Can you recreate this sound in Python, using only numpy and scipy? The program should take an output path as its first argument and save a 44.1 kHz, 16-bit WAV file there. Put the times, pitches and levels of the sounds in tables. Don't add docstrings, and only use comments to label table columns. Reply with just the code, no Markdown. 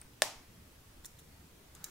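import sys
import numpy as np
from scipy import signal
from scipy.fft import rfft, irfft
from scipy.io import wavfile
from scipy.ndimage import uniform_filter1d

SR = 44100
rng = np.random.default_rng(int(sys.argv[2]) if len(sys.argv) > 2 else 0)


def waveform_to_disk(signal):
    frames = np.transpose(np.atleast_2d(signal))
    scaled = np.clip(frames, -1, 1) * 32767
    samples = np.round(scaled).astype(np.int16)
    wavfile.write(sys.argv[1], SR, samples)


def volts_from_decibels(level):
    exponent = np.asarray(level, float) / 20
    return 10 ** exponent


N = 83790

# (frequency [Hz], width [Hz], level [dB])
CASE_MODES = [(670, 112, 3.5), (1050, 95, -19), (1530, 81, -7.5), (1760, 110, 1), (2680, 180, -9),
              (3440, 480, -13), (3664, 320, 1), (4700, 250, -10), (5250, 76, -4.5), (6660, 95, -4.5),
              (7370, 200, -1.5), (8730, 760, -3), (9200, 560, -1), (810, 160, -16)]
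GLASS_MODES = [(4100, 500, -2), (10400, 600, 0), (11700, 500, 2), (13300, 700, -2), (15300, 600, -3)]
CATCH_MODES = [(8070, 190, -7), (7970, 270, 1), (8940, 400, 7), (10250, 240, -5), (12600, 560, -5),
               (14000, 500, -6), (5000, 1300, -3.5)]
BOW_MODES = [(5800, 440, 6.5), (6700, 310, 5), (7500, 310, 8), (8250, 410, 4.5), (9340, 170, 1.5),
             (10000, 200, 2), (10700, 460, 1), (11700, 190, 3), (12200, 790, -12), (14600, 1100, 7)]
CROWN_MODES = [(1600, 330, -4), (3500, 550, -1), (4750, 300, -1), (6600, 390, 5), (7660, 250, 5),
               (9000, 250, 3), (10200, 320, 0.5), (13200, 370, 0), (14200, 300, -5)]
RIM_MODES = [(3920, 130, -8), (5610, 350, -2), (6500, 550, 3), (7250, 350, 2), (8730, 400, -2),
             (4750, 300, -7), (2900, 1400, -10), (9800, 600, -2), (11200, 800, 1), (13000, 700, -1),
             (14800, 800, 5), (15500, 600, 1)]
BODY_MODES = [(1320, 200, -1), (1780, 300, 4), (3500, 350, 7), (4000, 300, 5)]
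SHELL_MODES = [(950, 250, 0), (1650, 600, 1), (2350, 600, 2)]
LOOP_MODES = [(5720, 14, 3), (9100, 70, -3)]
PIN_MODES = [(7465, 26, 2), (11500, 70, -4), (10100, 70, -6), (6650, 80, -4), (3700, 120, -5)]

# (time [s], strength [dB], left minus right [dB])
CASE_HITS = [
    (.22056, -20.5, 0),
    (.2222, -28, 4),
    (.224, -35, 5),
]
GLASS_HITS = [
    (.22056, -36, 0),
    (.2222, -34, -3),
    (.223, -38, -3),
    (.224, -42, 0),
    (.2272, -44, 0),
]
CATCH_HITS = [
    (.0147, -48, 0),
    (.0167, -49, -1),
    (.2185, -58, 0),
    (1.8404, -59, 0),
]
BOW_HITS = [(1.041, -66, 0), (1.0464, -59, -3), (1.0473, -60, 0), (1.0482, -57, 0), (1.0491, -61, 0),
            (1.05, -62, 0), (1.0525, -65, 0), (1.0553, -50, -3), (1.0562, -52, -3), (1.0571, -52, 4),
            (1.0585, -58, 0), (1.06, -53, -2), (1.0616, -54, 2), (1.063, -57, -2), (1.065, -61, 0),
            (1.068, -63, 0), (1.188, -65, 0), (1.1905, -63, 0), (1.1925, -65, 0), (1.1945, -63, 0),
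            (1.1968, -67, 0), (1.1995, -66, 0), (1.203, -68, 0)]
CROWN_HITS = [
    (1.7508, -53, .5),
    (1.7525, -57, 0),
    (1.7545, -60, 0),
    (1.761, -64, 0),
]
RIM_HITS = [
    (1.8422, -36, -3),
    (1.8429, -46, -3),
    (1.8437, -41, 0),
    (1.8443, -46, 2),
    (1.8459, -50, 0),
    (1.8479, -54, 0),
    (1.853, -58, 0),
    (1.857, -59, 0),
    (1.863, -61, 0),
    (1.8985, -61, 0),
]
# the first five rim modes, none above 9 kHz
RIM_SETTLE_HITS = [
    (1.845, -45, 2),
    (1.8459, -43, 4),
    (1.8468, -47, 0),
    (1.8479, -48, -1),
    (1.849, -50, 0),
    (1.8515, -54, 0),
    (1.8545, -56, 1),
    (1.8835, -56, 0),
    (1.8875, -58, 0),
]
BODY_HITS = [
    (1.0464, -56, -3),
    (1.0474, -58, 0),
    (1.0488, -56, 0),
    (1.0553, -64, 0),
    (1.06, -64, 0),
    (1.187, -67, 0),
    (1.1905, -66, 0),
    (1.1935, -67, 0),
    (1.199, -66, 0),
]
SHELL_HITS = [
    (.0152, -59, 0),
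    (.0175, -62, 0),
    (.0195, -55, 0),
    (.023, -59, 0),
    (.028, -63, 0),
    (.032, -65, 0),
]
LOOP_HITS = [
    (1.0553, -58, 0),
]
PIN_HITS = [
    (1.189, -58, 0),
    (1.1945, -64, 0),
]

# (delay [s], level [dB], left minus right [dB])
ECHOES = [
    (.0035, -13, 11),
    (.007, -25.5, 15),
    (.0095, -39, -22),
    (.0135, -39.5, -31),
    (.019, -23, -8),
]
# (frequency [Hz], t60 [s])
ROOM_T60 = [(200, 0.38), (800, 0.37), (2000, 0.52), (4000, 0.39), (5500, 0.4), (9000, 0.34), (15000, 0.18)]
# (frequency [Hz], level [dB])
TICK_TAIL_TONE = [(200, -6), (800, -6), (1500, -6), (4000, -4), (7000, 0), (9000, -3), (15000, 0)]
# (frequency [Hz], density [dB per Hz])
SNAP_TAIL_TONE = [(150, -40), (450, -5.5), (650, -1), (900, 2), (1300, -9.5), (2500, -8.5), (5500, -6),
                  (8500, -11), (16000, -16.5)]
# (frequency [Hz], left-right likeness [-1..1])
ROOM_LIKENESS = [(60, 0.99), (240, 1), (950, 0.82), (3770, 0.093), (15000, 0.82)]

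# (time [s], level [dB])
RUB_LEVEL = [(1.74, -78), (1.766, -64), (1.782, -67.5), (1.812, -60.5), (1.888, -59.5), (1.9, -66)]
# (frequency [Hz], density [dB per Hz])
RUB_TONE = [(400, -37), (800, -9), (1100, -6), (1350, -2), (1700, -6), (2600, -15), (5000, -13.5),
            (9000, -22.5)]
# (time [s], length [s], frequency [Hz], level [dB])
BUMPS = [(1.765, 0.045, 150, -55), (1.805, 0.022, 150, -52), (1.865, 0.018, 300, -59),
         (1.43, 0.035, 160, -54), (1.2, 0.06, 155, -57), (1.24, 0.08, 150, -60), (1.43, 0.041, 87, -60),
         (1.385, 0.026, 180, -55), (0.56, 0.2, 74, -62), (0.33, 0.07, 35, -57), (0.86, 0.08, 32, -57),
         (1.01, 0.07, 35, -59)]
# (frequency [Hz], density [dB per Hz])
FLOOR_TONE = [(12, -5), (20, -8.5), (81, -5), (177, -11.5), (285, -14), (377, -15.5), (472, -17.5),
              (542, -19.5), (16000, -32)]
# (frequency [Hz], left-right likeness [-1..1])
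FLOOR_LIKENESS = [(40, 0.99), (100, 1), (200, 0.88), (400, 0.5), (800, 0.18), (1600, 0.058), (5000, 0.026),
                  (15000, 0.57)]

SNAP_S = .22045


def lid():
    out = part(CASE_MODES, CASE_HITS[:1], loose=0)
    out += part(CASE_MODES, CASE_HITS[1:], loose=0.7)
    out += part(GLASS_MODES, GLASS_HITS)
    crack_s, rebound_s = .00012, .0003
    pulses = [(SNAP_S, -1, -5, crack_s), (SNAP_S + crack_s, 1, -20, rebound_s)]
    for start_s, sign, level_db, length_s in pulses:
        t = np.arange(0, length_s, 1 / SR)
        add(out, start_s, sign * volts_from_decibels(level_db) * pair(-1.3) * np.sin(np.pi * t / length_s))
    return out


def fittings():
    parts = [(BODY_MODES, BODY_HITS), (SHELL_MODES, SHELL_HITS), (CATCH_MODES, CATCH_HITS),
             (BOW_MODES, BOW_HITS), (CROWN_MODES, CROWN_HITS), (RIM_MODES, RIM_HITS),
             (RIM_MODES[:5], RIM_SETTLE_HITS), (LOOP_MODES, LOOP_HITS), (PIN_MODES, PIN_HITS)]
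    return sum(part(modes, hits) for modes, hits in parts)


def part(modes, hits, loose=0.89):
    detune_widths, scatter_db, spread_rad, rise_s = .25, 2.2, 1.5, .0001
    out = np.zeros((2, N))
    t = np.arange(6000) / SR
    hz, width_hz, mode_db = np.transpose(modes)[:, :, None]
    for start_s, hit_db, pan_db in hits:
        u = rng.standard_normal((len(modes), 4))
        mode_hz = hz + loose * detune_widths * width_hz * u[:, 3:]
        phase = 2 * np.pi * mode_hz * t + np.pi * loose * u[:, :1]
        mic_shift = spread_rad * u[:, 1:2] * np.minimum(hz / 6000, 1)
        rise = 1 - np.exp(-t / (loose * rise_s + 1e-6))
        decay = np.exp(-np.pi * width_hz * t)
        level = volts_from_decibels(mode_db + scatter_db * loose * u[:, 2:3]) * np.sqrt(width_hz / 200)
        fade = level * decay * rise
        ring = np.array([(fade * np.sin(phase + k * mic_shift)).sum(0) for k in (.5, -.5)])
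        add(out, start_s, volts_from_decibels(hit_db) * pair(pan_db) * ring)
    return out


def room(snap, ticks):
    early = np.zeros((2, 2000))
    for k, (delay_s, level_db, pan_db) in enumerate(ECHOES):
        add(early, delay_s, (-1) ** k * volts_from_decibels(level_db) * pair(pan_db) * np.hanning(7)[None] / 3)
    out = signal.fftconvolve(snap + ticks, early, axes=1)[:, :N]
    tick_tail = tail(TICK_TAIL_TONE, level_db=-12.5)
    out += signal.fftconvolve(ticks.mean(0)[None], tick_tail, axes=1)[:, :N]
    add(out, SNAP_S, tail(SNAP_TAIL_TONE, level_db=-4.5))
    return out


def tail(tone, level_db):
    frames, start_s = 400, .004
    hz = np.fft.rfftfreq(256, 1 / SR)
    t = np.arange(frames) * 64 / SR
    decay_db = read(tone, hz)[:, None] - 60 * t / read(ROOM_T60, hz)[:, None]
    z = noise(frames, size=256, same=ROOM_LIKENESS) * volts_from_decibels(decay_db)
    out = signal.istft(z, nperseg=256, noverlap=192)[1]
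    out = out * np.clip(np.arange(out.shape[1]) / SR / start_s - .5, 0, 1)
    return volts_from_decibels(level_db) * out / np.linalg.norm(out[0])


def rub():
    frames, grain_db = N // 64 + 5, 2
    hz = np.fft.rfftfreq(256, 1 / SR)
    grain = evened(uniform_filter1d(rng.standard_normal(frames), size=4))
    z = noise(frames, size=256, same=ROOM_LIKENESS)
    z = z * volts_from_decibels(read(RUB_TONE, hz)[:, None] + grain_db * grain)
    slide = evened(signal.istft(z, nperseg=256, noverlap=192)[1][:, :N])
    time_s, level_db = np.transpose(RUB_LEVEL)
    return volts_from_decibels(np.interp(np.arange(N) / SR, time_s, level_db, left=-120)) * slide


def hands():
    out = np.zeros((2, N))
    for start_s, length_s, hz, level_db in BUMPS:
        t = np.arange(0, length_s, 1 / SR)
        swell = np.sin(np.pi * t / length_s) ** 2.4
        thud = np.sin(2 * np.pi * hz * t * (1.08 - 0.051 * t / length_s))
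        add(out, start_s, volts_from_decibels(level_db) * pair(0) * swell * thud)
    return out


def floor():
    frames = N // 512 + 5
    hz = np.fft.rfftfreq(2048, 1 / SR)
    lumps = rng.standard_normal((frames, len(hz))).T
    lumps = uniform_filter1d(lumps, size=4, axis=0)
    lumps = evened(uniform_filter1d(lumps, size=5, axis=1))
    lump_db = lumps * (1.46 + 2.37 / (1 + hz[:, None] / 300))
    z = noise(frames, size=2048, same=FLOOR_LIKENESS) * volts_from_decibels(read(FLOOR_TONE, hz)[:, None] + lump_db)
    return volts_from_decibels(-58) * evened(signal.istft(z, nperseg=2048, noverlap=1536)[1][:, :N])


def noise(frames, size, same):
    a, b, c, d = rng.standard_normal((frames, size // 2 + 1, 4)).T
    like = np.clip(read(same, np.fft.rfftfreq(size, 1 / SR)), -1, 1)[:, None]
    mid = (a + 1j * b) * np.sqrt((1 + like) / 2)
    side = (c + 1j * d) * np.sqrt((1 - like) / 2)
    return np.array([mid + side, mid - side])


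def evened(x):
    return x / np.sqrt(np.mean(x ** 2) + 1e-20)


def read(points, hz):
    f, value = np.transpose(points)
    return np.interp(np.log(hz + 1), np.log(f + 1), value)


def add(mix, start_s, sound):
    span = mix[:, round(start_s * SR):][:, :sound.shape[1]]
    span += sound[:, :span.shape[1]]


def pair(pan_db):
    return volts_from_decibels(np.array([[.5], [-.5]]) * pan_db)


def scene():
    steady = floor() + rub() + hands()
    small_case = signal.butter(2, 303, "high", fs=SR)
    snap = signal.lfilter(*small_case, lid())
    ticks = fittings()
    return snap + ticks + room(snap, ticks) + steady


def low_pass(x):
    return signal.sosfilt(signal.butter(12, 17140, fs=SR, output="sos"), x)


def record(dry):
    hz = np.fft.rfftfreq(N, 1 / SR)
    edge = volts_from_decibels(-30 * np.clip((hz - 15750) / 250, 0, 1))
    mix = irfft(rfft(dry, axis=1) * edge, N, axis=1)
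    return low_pass(mix)


dry = scene()
out = record(dry)
waveform_to_disk(out)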